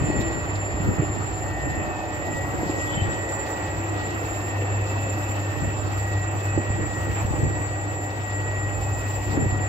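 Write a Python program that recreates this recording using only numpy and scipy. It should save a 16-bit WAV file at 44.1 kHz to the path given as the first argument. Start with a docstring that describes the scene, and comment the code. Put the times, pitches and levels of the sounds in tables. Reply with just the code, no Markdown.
"""A motor hum and a whine sound throughout within a broad roar, with dull bumps and gusts on two microphones:
a large dough mixer kneads in a small tiled bakery. Hum, whine and gear notes are sines of wavering level and
phase; the squeal, squeak and bowl drone are noise-driven resonances, the squeal partly a wandering sine.
Roar, rumble, gusts, scuffs and the hiss of tearing dough are filtered noise; bumps are decaying oscillations."""
import sys
import numpy as np
from scipy import signal
from scipy.fft import rfft, irfft, next_fast_len
from scipy.io import wavfile

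SR = 44100
rng = np.random.default_rng(int(sys.argv[2]) if len(sys.argv) > 2 else 0)


def output_pcm(signal):
    """Save a mono or channel-first signal as 16-bit PCM at the path in sys.argv[1].

    Samples are clipped to [-1, 1] before scaling.
    """
    pcm = np.clip(np.atleast_2d(signal).T, -1, 1) * 32767
    wavfile.write(sys.argv[1], SR, np.round(pcm).astype(np.int16))


N = 426888   # length in samples

# Machine roar in the room. Each row: time in seconds, level in dB, brightness in dB above about 1 kHz.
ROAR_LEVEL = [(0, -33.5, 1.5), (.7, -34.5, 0.5), (1.5, -36, 1.5), (2.3, -34.5, 0), (3.2, -34, 0.5),
              (4, -34.5, 2), (4.8, -33.5, 0.5), (5.6, -35, 1.5), (6.4, -35, 1.5), (7.2, -35.5, 1.5),
              (8, -36.5, 1), (8.8, -35.5, 1), (9.68, -35.5, 1.5)]
# Spectrum of the roar. Each row: frequency in Hz, density in dB per Hz.
ROAR_COLOUR = [(30, -19), (60, 7), (130, 2.5), (220, -6), (320, 2), (450, -1), (800, 0), (1000, -8),
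               (1110, -4.5), (1350, -7.5), (1600, -11), (2600, -14.5), (3500, -23), (6500, -32),
               (8200, -66)]
# Power shared by the two sides. Each row: frequency in Hz, share from 0 to 1.
SHARED_POWER = [(60, 1), (300, 0.9), (700, 0.49), (1500, 0.37), (3000, 0.044), (7000, 0.072)]
# Phase lead of the left side over the right. Each row: frequency in Hz, lead in radians.
LEFT_LEAD = [(30, 0), (600, -.3), (950, -.8), (1550, -3.3), (1890, -2.3), (2670, -5.8), (7000, -8.2),
             (16000, -16)]

# Deep rumble through the floor. Each row: time in seconds, level in dB.
RUMBLE_LEVEL = [(0, -33), (.7, -40.5), (1.7, -35), (2.0, -48), (3.0, -45), (5.0, -48.5), (5.38, -65),
                (5.65, -35.5), (6.45, -48), (6.7, -41), (7.45, -31.5), (8.1, -47), (8.9, -36),
                (9.68, -35.5)]
# Spectrum of the rumble. Each row: frequency in Hz, density in dB per Hz.
RUMBLE_COLOUR = [(15, -31), (30, -35), (60, -7.5), (85, -12), (130, -12), (300, -66)]

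# Gusts of air on the microphones. Each row: strongest moment in seconds, level in dB, length in seconds.
GUSTS = [(.08, -36, 0.82), (.88, -33, 0.29), (1.18, -38, 0.11), (1.78, -36, 0.25), (2.33, -37.5, 0.32),
         (2.66, -37.5, 0.28), (3.02, -35, 0.27), (5.64, -37.5, 0.18), (5.85, -39.5, 0.14),
         (6.58, -30, 0.071), (6.75, -37.5, 0.18), (7.1, -40, 0.35), (7.43, -34.5, 0.31),
         (7.6, -34.5, 0.048), (9.42, -32.5, 0.18), (9.6, -39, 0.14)]
# Spectrum of the gusts. Each row: frequency in Hz, density in dB per Hz.
GUST_COLOUR = [(20, -15), (50, -1.5), (140, 7.5), (220, 0.5), (330, 1.5), (500, -6), (900, -26),
               (3000, -77)]
CALM_DB = -50.5   # between the gusts
DRONE_GUST_DB, RUMBLE_GUST_DB = -19, -30   # share of each gust added to drone and rumble

# Dull bumps. Each row: start in seconds, level in dB, pitch in Hz, left-right difference in dB.
BUMPS = [(.015, -14.5, 121, 0), (0.039, -15.5, 130, 0), (.091, -18, 100, -3), (.098, -15.5, 316, 2),
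         (.152, -23, 290, -4), (.162, -24, 210, -4), (.184, -17, 114, 7), (0.199, -19.5, 230, -2),
         (.208, -25, 370, 10), (0.743, -19.5, 100, -5), (.799, -20.5, 168, -4), (.873, -16, 155, -2),
         (0.889, -14, 114, 1), (.993, -12, 144, -4), (1.019, -22, 344, -6), (1.029, -20.5, 364, 11),
         (1.099, -18.5, 108, 7), (1.669, -19.5, 308, 0), (1.776, -22, 100, 0), (2.439, -25, 129, 4),
         (2.54, -20.5, 312, -4), (2.629, -21, 308, -6), (2.66, -22, 170, 2), (2.694, -16.5, 310, -4),
         (2.972, -20.5, 172, 7), (3.019, -18, 105, 7), (3.086, -21, 106, -2), (5.619, -20, 147, 6),
         (6.562, -21, 130, -2), (6.574, -14, 324, -4), (6.703, -16.5, 102, -1), (6.813, -21, 101, 6),
         (7.248, -15.5, 106, -4), (7.308, -14.5, 115.7, 6), (7.334, -23, 292, 0), (7.431, -12.5, 119, -1),
         (7.466, -17, 121, -1), (9.373, -14.5, 302, -1), (9.401, -17, 130.5, 2), (9.464, -18, 120, -1),
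         (9.525, -15.5, 117, -4)]
BUMP_CYCLES, CYCLES_PER_OCTAVE = 1.63, 1.75   # at 120 Hz; higher bumps ring more cycles

# The steel bowl drones. Each row: time in seconds, level in dB.
DRONE_LEVEL = [(0, -34), (.6, -41.5), (2.1, -44.5), (2.55, -39.5), (4.2, -38), (4.95, -47), (6.3, -43),
               (7.0, -41), (9.68, -66)]
# Resonance of the bowl. Each row: frequency in Hz, width in Hz, level in dB.
BOWL_MODES = [(326.6, 19.5, 0)]

# Scuffs of dough or scraper on the bowl. Each row: start in seconds, level in dB, centre in Hz, length in seconds.
SCUFFS = [(0.203, -40, 3300, 0.026), (0.209, -45, 6000, 0.018), (0.55, -43, 4200, 0.02),
          (2.663, -47, 4300, 0.074), (2.766, -47, 5960, 0.081), (2.874, -45, 2670, 0.26),
          (3.954, -47, 3500, .12), (4.862, -50, 4300, 0.05), (5.82, -49, 4030, 0.13),
          (7.138, -42.5, 2280, 0.09), (7.14, -35, 760, 0.082), (7.146, -40, 1600, .1),
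          (9.288, -46, 4000, .06)]

# Dough tearing off the arm. Each row: loudest moment in seconds, hiss level in dB, length in seconds.
TEARS = [(.212, -54, .03), (.47, -59, 0.074), (.9, -58, 0.17), (1.55, -63, 0.78), (2.35, -57, 0.54),
         (2.75, -55.5, 0.57), (3.5, -58, 0.95), (4.3, -55, 0.65), (5.25, -55.5, 1), (6.0, -56.5, 0.47),
         (6.4, -56.5, 0.21), (7.15, -56.5, 0.61), (8.0, -64, 0.98), (9.1, -54.5, 0.85)]
# Spectrum of the hiss. Each row: frequency in Hz, density in dB per Hz.
HISS_COLOUR = [(1500, -14), (3000, 10), (6000, 12), (8000, 14), (9200, -3), (11000, 9.5), (15000, 9.5),
               (15700, 6)]
SLIDING_DB = -64   # between the tears

# A rising chirp. Each row: start in seconds, level in dB, first pitch in Hz, last pitch in Hz, length in seconds.
CHIRPS = [(7.168, -46.5, 2280, 2460, 0.07)]
CHIRP_LEAD = -.08   # cycles, left ahead

# A squeak in quick catches. 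Each row: time in seconds, level in dB, upper resonance in dB against the lower.
SQUEAK_CATCHES = [(2.887, -46, 0), (2.91, -53, -4), (2.935, -39, -5), (2.977, -42, -12), (3.003, -39, -14),
                  (3.04, -48, -5), (3.07, -51, -2), (3.12, -54, -4), (3.16, -51, -7), (3.2, -54, -6)]
# Resonances of the squeak. Each row: frequency in Hz, width in Hz, level in dB.
SQUEAK_MODES = [(3065, 75, 0), (3390, 75, 0)]
CATCH_S = 0.037

# Bearing squeal. Each row: time in seconds, level in dB, left-right difference in dB, left lead in cycles.
SQUEAL = [(0, -37, -3.5, 0.13), (1.2, -41, -1.5, -0.16), (1.7, -42, -0.5, -0.21), (2.6, -41.5, -3, -0.27),
          (2.8, -37, -1, -0.25), (3.4, -38, -8, -0.47), (4.05, -40, -1, -0.28), (4.35, -39, -5, -0.22),
          (4.85, -41, 1, -0.28), (5.2, -38.5, -0.5, -0.22), (5.9, -40.5, -6, -0.35),
          (7.3, -36.5, -2, -0.49), (8.2, -40.5, 2.5, -0.34), (8.5, -38, -2, -0.22),
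          (9.2, -38.5, 0.5, -0.33), (9.68, -39.5, 0, -0.19)]
# Resonances of the bearing. Each row: frequency in Hz, width in Hz, level in dB.
BEARING_MODES = [(7038, 85, -12), (7316, 55, -4), (7597, 40, -19), (11219, 35, -29), (14330, 70, -36),
                 (14621, 45, -34), (4371, 40, -31), (4578, 30, -25), (4813, 20, -34)]
SING_HZ, SING_DB, SING_WANDER_HZ = 7312, -2.5, 12   # sung part of the squeal; spread of its pitch
# Faint rough whistle of the bearing. Each row: middle in seconds, level in dB, length in seconds.
WHISTLE = [(.2, -59, .6), (1.2, -61, .9)]
# Resonance of the whistle: frequency in Hz, width in Hz, level in dB.
WHISTLE_MODE = (4371, 25, 0)

# Lasting gear tones. Each row: frequency in Hz, level in dB.
GEARS = [(738.5, -46.5), (863, -52), (938, -52.5), (963, -53)]
# A gear tone stands out for a while. Each row: frequency in Hz, middle in seconds, level in dB, length in seconds.
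GEAR_SWELLS = [(738.5, 0.49, -46, 0.8), (740, 2.04, -44, 1.2), (864, 2.3, -44, 0.8), (863, 3.6, -47, 0.69),
               (710, .4, -49, 0.96), (712, 1.7, -48, 1.6), (938, 2.66, -46, 0.35), (599, 0.31, -45, .5),
               (599, 2.0, -45, 0.84), (800, 1.3, -48, 0.68)]
# A rough low tone that comes and goes. Each row: time in seconds, pitch in Hz, level in dB.
GROAN = [(0, 564, -62), (2.05, 554, -58), (2.3, 556.5, -42), (2.9, 557, -44.5), (3.5, 550, -46),
         (4.0, 536, -67), (4.8, 533, -42), (5.4, 534, -51), (6.0, 538, -56), (7.2, 531, -51),
         (8.0, 535, -55), (9.68, 551, -57)]
MESH_HZ = 738.5   # gear mesh; it also shifts the whine up into a second pair

# Mains hum of the motor. Each row: time in seconds, level in dB, left-right difference in dB.
HUM = [(0, -38, -14), (.5, -30, -2), (1.2, -35, -8), (2.0, -42, -12), (2.4, -31.5, 0), (2.75, -47, -20),
       (3.03, -27, 1), (3.4, -38, -4), (3.8, -30.5, 2), (4.3, -32.5, 0.5), (4.75, -26, -0.5),
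       (5.4, -27.5, 0), (6.5, -26.5, 0.5), (7.0, -30, -5), (7.3, -25.5, 3.5), (8.05, -32, -0.5),
       (8.7, -26, 1), (9.35, -29, 0), (9.68, -27, 1)]
HUM_HZ = 99.95
# Overtones of the hum. Each row: multiple of the hum frequency, level in dB.
HUM_OVERTONES = [(3, -44.5), (6, -49.5), (8, -52)]
# The hum dips briefly, most on the left. Each row: time in seconds, depth in dB.
HUM_DIPS = [(.15, 14), (.74, 17), (.97, 15), (1.96, 14), (2.239, 20), (2.8, 21), (3.15, 25), (3.4, 23),
            (5.58, 17), (5.8, 12), (6.675, 4), (6.87, 14), (7.345, 16), (9.385, 3), (7.98, 8), (8.76, 16)]
DIP_S, RIGHT_DIP_SHARE = 0.047, 0.074   # half width of a dip; part of its dB depth on the right

# Pitch of the whine at mean load. Each row: time in seconds, frequency in Hz.
ROTOR = [(0, 1917), (.9, 1921), (2.6, 1920), (4.2, 1917), (6, 1914), (9.68, 1913)]
TURN_S, HARDEST_S = .975, .13   # one turn of the kneading arm; first moment of hardest pull
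SAG_HZ = 3.2   # the pull of the dough slows the rotor each turn; swing either way

# Rotor whine, swelling as the microphones move among the wall reflections. Each row: time in seconds,
# level in dB, left-right difference in dB, left lead in cycles.
WHINE = [(0, -46, -4, -0.25), (.14, -35.5, -2, -0.3), (.33, -37.5, -2, -0.28), (.47, -42, -4, -0.41),
         (.75, -39.5, -1, -0.59), (1.0, -40.5, 0, -0.64), (1.36, -47, 2, -0.53), (1.5, -41, 0, -0.82),
         (1.62, -36, 0, -0.62), (1.8, -38, -1, -0.65), (1.88, -41, -1, -.62), (1.98, -49, 0, -0.49),
         (2.14, -39, -3, -0.26), (2.24, -42, -10, -0.68), (2.39, -33, 2, -0.84), (2.53, -42, 4, -0.71),
         (2.69, -37.5, -1, -.61), (2.82, -33, 3.5, -0.57), (3.1, -36, 4, -0.36), (3.49, -41.5, -3, -0.19),
         (3.68, -40, -1, -.02), (3.78, -43.5, 0, -0.37), (4.02, -37, -2, -0.26), (4.24, -42, -6.5, -0.57),
         (4.61, -40, 3, -0.68), (4.84, -42, -1, -.32), (5.25, -40.5, -2, -0.34), (5.49, -43, -3, -.46),
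         (5.63, -39, -1, -0.29), (5.8, -48.5, 1, -0.3), (6.08, -35.5, 0, -0.26), (6.25, -39, -1, -0.26),
         (6.35, -46, -5, -0.25), (6.5, -39, -3, -0.32), (7.0, -38, 3, -0.22), (7.145, -40.5, 3, -0.21),
         (7.18, -44, 6, -0.39), (7.32, -43, 0, -0.36), (7.45, -38.5, 1, -.34), (8.23, -42.5, 2, -0.31),
         (8.275, -36.5, 2, -0.28), (8.66, -35, 3, -0.28), (8.76, -45.5, 5, -0.31), (9.04, -40, 4, -0.08),
         (9.2, -44, 2, -0.17), (9.37, -37.5, 2, -0.34), (9.68, -37.5, 4, -0.25)]
# Sideband one hum step below. Each row: time in seconds, level in dB, left-right difference in dB, left lead in cycles.
LOWER_SIDEBAND = [(0, -46, 2, -0.17), (.4, -46, -3, -0.28), (.75, -48, 3, -0.32), (1.3, -50, 0, 0.33),
                  (1.8, -40.5, 6, -0.29), (2.25, -47, -2, -0.25), (2.35, -47, 1, -0.5), (2.9, -49, -2, -.5),
                  (3.0, -48, -3, -0.17), (3.68, -44.5, -1, -.2), (3.76, -50, 0, -0.5), (4.15, -49, 0, -.6),
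                  (4.5, -46, -6, 0.2), (5.0, -52, -7, -0.4), (5.3, -51, 0, -.35), (5.42, -45, 1, -0.19),
                  (5.68, -45.5, 1, -0.17), (5.85, -62, 3, -0.15), (6.45, -46.5, 3, -0.3),
                  (7.05, -48, -2, -0.22), (7.25, -49, 2, -0.32), (8.6, -50, -3, -0.58),
                  (9.68, -53, -4, -0.12)]
# Sideband one hum step above, at times. Each row: middle in seconds, level in dB, length in seconds.
UPPER_SIDEBAND = [(2.4, -54, .5), (3.35, -49, .6), (4.4, -54, .5), (5.0, -54, .4), (8.7, -60, 0.57)]
UPPER_CALM_DB = -60
# Upper pair. Each row: time in seconds, level of its high tone in dB, of its low tone in dB, left lead in cycles.
UPPER_PAIR = [(0, -59, -48, -0.21), (1.1, -60, -55, -0.57), (1.55, -54, -67, -0.17),
              (1.95, -59, -47.5, 0.063), (2.3, -75, -57.5, 0.06), (3.0, -55, -51.5, 0.13),
              (3.35, -61, -54.5, 0.04), (4.3, -51, -55, 0.23), (5.1, -46.5, -50.5, 0.18),
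              (5.6, -50.5, -57, 0.2), (6.1, -51, -70, 0.18), (6.5, -54, -46.5, 0.12), (6.7, -56, -61, 0.21),
              (7.1, -57.5, -57, 0.053), (8.3, -55, -59, 0.31), (9.0, -58, -49, 0.17),
              (9.68, -53, -58, 0.33)]
PAIR_PAN_DB = -5
PAIR_ROUGH = 2.1   # the upper pair wavers this many times more

CUTOFF_HZ = 15740


def amp(db):
    """Level law: amplitude grows tenfold every 20 dB."""
    return np.exp(np.asarray(db) * (np.log(10) / 20))


def rms_one(x):
    """Normalisation to unit mean power."""
    return x / np.sqrt(np.mean(x ** 2) + 1e-20)


def in_time(rows):
    """Linear interpolation in time: each column of a curve, one value a sample."""
    s, *columns = np.transpose(rows)
    return [np.interp(np.arange(N) / SR, s, c) for c in columns]


def at_hz(points, hz):
    """Interpolation along logarithmic frequency."""
    points = np.array(points)
    return np.interp(np.log(hz), np.log(points[:, 0]), points[:, 1])


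def drift(rate):
    """Slow random variation of spread 1: coarse noise through a double one-pole low-pass."""
    r = np.exp(-80 * np.pi * rate / SR)   # one coarse step is 40 samples
    coarse = rng.standard_normal(N // 40 + 2002)
    slow = signal.lfilter([1], [1, -2 * r, r * r], coarse)[2000:]
    return np.interp(np.arange(N) / 40, np.arange(len(slow)), rms_one(slow))


def swells(rows):
    """Addition of power: separate bells (middle s, dB, length s) combine into one gain."""
    t = np.arange(0, N + 40, 40) / SR
    power = sum(amp(2 * db) * np.exp(-8 * ((t - s) / length) ** 2) for s, db, length in rows)
    return np.interp(np.arange(N) / SR, t, np.sqrt(power))


def panned(level_db, pan_db):
    """Stereo level difference: half of it raises the left, half lowers the right."""
    return amp(level_db + np.array([[.5], [-.5]]) * pan_db)


def stereo_noise(colour, likeness, band_hz, patchy_db=0, bright_db=0):
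    """Partial coherence: coloured noise partly shared by the sides, scaled to rms 1 within the band.

    With patchy_db each half octave swells on its own.
    """
    size = next_fast_len(N)
    hz = np.maximum(np.arange(size // 2 + 1) * SR / size, 1)
    shared, left, right = rfft(rng.standard_normal((3, size)))
    alike = np.clip(at_hz(likeness, hz), 0, 1)
    lead = np.exp(1j * at_hz(LEFT_LEAD, hz))
    common = shared * np.array([lead, np.ones_like(lead)])
    pair = np.sqrt(alike) * common + np.sqrt(1 - alike) * np.array([left, right])
    gain = amp(at_hz(colour, hz))
    in_band = (hz > band_hz[0]) & (hz < band_hz[1])
    gain /= np.sqrt(np.sum(gain[in_band] ** 2) / len(hz))
    coloured = pair * gain
    if not patchy_db:
        return irfft(coloured, size)[:, :N]
    half_octave = np.clip(2 * np.log2(hz / 60), 0, 12)
    out = np.zeros((2, N))
    for k in range(13):
        overlap = np.clip(1 - abs(half_octave - k), 0, 1)
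        band = irfft(coloured * overlap, size)[:, :N]
        out += amp(patchy_db * drift(18.0) + bright_db * (k > 8)) * band
    return out


def tone(hz, waver_db, rate, wander, lead=None):
    """Interference of room reflections: a sine, of rms 1 before its level and phase waver at each side."""
    phase = 2 * np.pi * np.cumsum(np.broadcast_to(hz, N)) / SR + rng.uniform(0, 2 * np.pi)
    both_db = waver_db * drift(rate)
    left_ahead = at_hz(LEFT_LEAD, hz) if lead is None else 2 * np.pi * lead
    sides = []
    for ahead in (left_ahead, 0):
        level = amp(both_db + 0.084 * waver_db * drift(rate))
        sides.append(level * np.sin(phase + wander * drift(rate) + ahead))
    return np.sqrt(2) * np.array(sides)


def resonances(modes, alike, lead=None):
    """Forced resonance: noise passes twice through each narrow mode; the left lead (cycles) drifts slowly."""
    out = 0
    share = np.clip(alike, 0, 1)
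    for hz, width, level_db in modes:
        r, w = np.exp(-np.pi * width / SR), 2 * np.pi * hz / SR
        sos = [[0.98, 0, -1.117, 1, -2 * r * np.cos(w), r * r]] * 2
        shared, left, right = rms_one(signal.sosfilt(sos, rng.standard_normal((3, N))))
        ahead = at_hz(LEFT_LEAD, hz) if lead is None else 2 * np.pi * lead
        ahead = ahead + 0.25 * drift(0.43)
        # The slope of a narrow band gives its quarter-cycle advance.
        early = shared * np.cos(ahead) + np.gradient(shared) / np.sin(w) * np.sin(ahead)
        common = np.sqrt(share) * np.array([early, shared])
        separate = np.sqrt(1 - share) * np.array([left, right])
        out = out + amp(level_db) * (common + separate)
    return out


def roar():
    """Diffuse field: broadband noise whose half octaves fluctuate independently."""
    roar_db, bright_db = in_time(ROAR_LEVEL)
    return amp(roar_db) * stereo_noise(ROAR_COLOUR, SHARED_POWER, (400, 1500), patchy_db=2.0, bright_db=bright_db)


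def rumble(gusts):
    """Structure-borne vibration: deep noise through the floor, its power raised slightly by gusts."""
    level = np.hypot(amp(in_time(RUMBLE_LEVEL)[0]), amp(RUMBLE_GUST_DB) * gusts)
    shaking = level * amp(1.5 * drift(8.2))
    return shaking * stereo_noise(RUMBLE_COLOUR, [(30, 0.24), (90, 0.66)], band_hz=(30, 82))


def buffet(gusts):
    """Turbulent pressure: low noise in gusts that fluctuate separately at each microphone."""
    lumps = np.hypot(amp(CALM_DB), gusts) * amp(4.7 * np.array([drift(7.4), drift(21.0)]))
    return lumps * stereo_noise(GUST_COLOUR, [(30, .3), (400, .25)], band_hz=(120, 260))


def bumps():
    """Damped oscillation: a few cycles swell quickly and fall more slowly, with a short hard knock on top."""
    out = np.zeros((2, N))
    for s, level_db, hz, pan_db in BUMPS:
        octaves = np.log2(hz / 120)
        cycles = BUMP_CYCLES + CYCLES_PER_OCTAVE * octaves
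        t = np.arange(round(4 * cycles / hz * SR)) / SR
        rise = 3.07 * t * hz / cycles
        skew = rng.normal(0, .7) * np.array([[.5], [-.5]])   # radians between the sides
        body = (rise * np.exp(1 - rise)) ** 1.34 * np.sin(2 * np.pi * hz * t + skew)
        knock_envelope = 2 * rise * np.exp(1 - 2 * rise)
        knock = amp(-5.5 - 5.0 * octaves) * knock_envelope * np.sin(2 * np.pi * 1.85 * hz * t + skew)
        at = round(s * SR)
        out[:, at:at + len(t)] += panned(level_db, pan_db) * (body + knock)
    return out


def drone(gusts):
    """Forced resonance of the steel bowl, its drive raised by gusts."""
    level = np.hypot(amp(in_time(DRONE_LEVEL)[0]), amp(DRONE_GUST_DB) * gusts)
    return level * resonances(BOWL_MODES, alike=0.35)


def scuffs():
    """Sliding friction: bursts of noise about an octave wide, with a soft start."""
    out = np.zeros((2, N))
    for s, level_db, hz, length in SCUFFS:
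        rise = np.arange(round(3 * length * SR)) / SR / (0.35 * length)
        band = signal.butter(2, [hz / 1.3, hz * 1.3], "band", fs=SR, output="sos")
        noise = rng.standard_normal((2, round(.8 * SR)))
        burst = rms_one(signal.sosfilt(band, noise))[:, :len(rise)]
        at = round(s * SR)
        out[:, at:at + len(rise)] += amp(level_db) * rise * np.exp(1 - rise) * burst
    return out


def dough():
    """Noise of rupture: hiss swells as dough tears from the arm, over a faint sliding hiss."""
    tearing = np.hypot(amp(SLIDING_DB), swells(TEARS)) * amp(1.94 * drift(16.0))
    return tearing * stereo_noise(HISS_COLOUR, SHARED_POWER, band_hz=(9500, 15500))


def chirps():
    """Frequency glide: a slipping contact sings briefly upwards."""
    t = np.arange(N) / SR
    out = np.zeros((2, N))
    for s, level_db, from_hz, to_hz, length in CHIRPS:
        hz = np.interp(t, [s, s + length], [from_hz, to_hz])
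        sung = tone(hz, waver_db=4.5, rate=90., wander=.6, lead=CHIRP_LEAD)
        out += swells([(s + length / 2, level_db, length)]) * sung
    return out


def squeak():
    """Stick-slip friction: rubbing that catches again and again excites two resonances unevenly."""
    low, high = SQUEAK_MODES
    low_gain = swells([(s, db, CATCH_S) for s, db, _ in SQUEAK_CATCHES])
    high_gain = swells([(s, db + upper_db, CATCH_S) for s, db, upper_db in SQUEAK_CATCHES])
    return low_gain * resonances([low], alike=0.46) + high_gain * resonances([high], alike=0.3)


def bearing():
    """Friction-driven resonance: a squeal, mostly louder on the right, part noise and part wandering sine."""
    level_db, pan_db, lead = in_time(SQUEAL)
    sing_hz = SING_HZ + SING_WANDER_HZ * drift(12)
    sung = amp(SING_DB) * tone(sing_hz, waver_db=1.5, rate=20., wander=.4, lead=lead)
    rubbed = resonances(BEARING_MODES, alike=0.62, lead=lead)
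    squeal = panned(level_db + 1.0 * drift(8.0), pan_db) * (sung + rubbed)
    whistle = swells(WHISTLE) * resonances([WHISTLE_MODE], alike=0.64, lead=0)
    return squeal + whistle


def rotor_hz():
    """Speed under load: the whine's pitch changes slowly and sags on every turn of the arm."""
    turns = (np.arange(N) / SR - HARDEST_S) / TURN_S
    return in_time(ROTOR)[0] - SAG_HZ * np.cos(2 * np.pi * turns)


def gears():
    """Mesh frequencies: gear tones follow the rotor and some swell; a rough groan has its own pitch."""
    whine_hz = rotor_hz()
    speed = whine_hz / whine_hz.mean()
    out = np.zeros((2, N))
    for hz, level_db in GEARS:
        out += amp(level_db) * tone(hz * speed, waver_db=2.0, rate=2.5, wander=0.45)
    for hz, *swell in GEAR_SWELLS:
        out += swells([swell]) * tone(hz * speed, waver_db=2.0, rate=9.9, wander=0.35)
    hz, level_db = in_time(GROAN)
    groan = tone(hz + 3.94 * drift(4.91), waver_db=3.0, rate=10.0, wander=.5)
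    return out + amp(level_db) * groan


def hum():
    """Magnetic force at twice the mains frequency: a steady pitch with overtones; the fundamental dips."""
    t = np.arange(N) / SR
    out = panned(*in_time(HUM)) * tone(HUM_HZ, waver_db=1.46, rate=7.4, wander=0.1)
    dip_db = sum(db * np.exp(-((t - s) / DIP_S) ** 2) for s, db in HUM_DIPS)
    out *= amp(-np.array([[1], [RIGHT_DIP_SHARE]]) * dip_db)
    for multiple, level_db in HUM_OVERTONES:
        out += amp(level_db) * tone(multiple * HUM_HZ, waver_db=4.0, rate=5.6, wander=0.24)
    return out


def whine():
    """Modulation sidebands: the rotor tone, partners one hum step away and a pair raised by the gear mesh."""
    hz = rotor_hz()
    whine_db, pan_db, lead = in_time(WHINE)
    upper_db = 20 * np.log10(np.hypot(amp(UPPER_CALM_DB), swells(UPPER_SIDEBAND)))
    high_db, low_db, pair_lead = in_time(UPPER_PAIR)
    # Each row: shift in Hz, level in dB, left-right difference in dB, left lead in cycles.
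    partials = [(0, whine_db, pan_db, lead),
                (-HUM_HZ, *in_time(LOWER_SIDEBAND)),
                (HUM_HZ, upper_db, pan_db, lead),
                (MESH_HZ, high_db, PAIR_PAN_DB, pair_lead),
                (MESH_HZ - HUM_HZ, low_db, PAIR_PAN_DB, pair_lead)]
    out = np.zeros((2, N))
    for shift_hz, level_db, side_db, ahead in partials:
        rough = PAIR_ROUGH if shift_hz > HUM_HZ else 1
        partial = tone(hz + shift_hz, waver_db=1.4 * rough, rate=30., wander=.18 * rough, lead=ahead)
        out += panned(level_db, side_db) * partial
    return out


def scene():
    """Superposition: room and microphone disturbances, bowl and dough, and the machine are added."""
    gusts = swells(GUSTS)
    background = roar() + rumble(gusts) + buffet(gusts) + bumps()
    bowl_and_dough = drone(gusts) + scuffs() + dough()
    machine = chirps() + squeak() + bearing() + gears() + hum() + whine()
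    return background + bowl_and_dough + machine


def record(dry):
    """Band limitation: a steep elliptic low-pass removes the top."""
    return signal.sosfilt(signal.ellip(12, .3, 60, CUTOFF_HZ, fs=SR, output="sos"), dry)


dry = scene()
out = record(dry)
output_pcm(out)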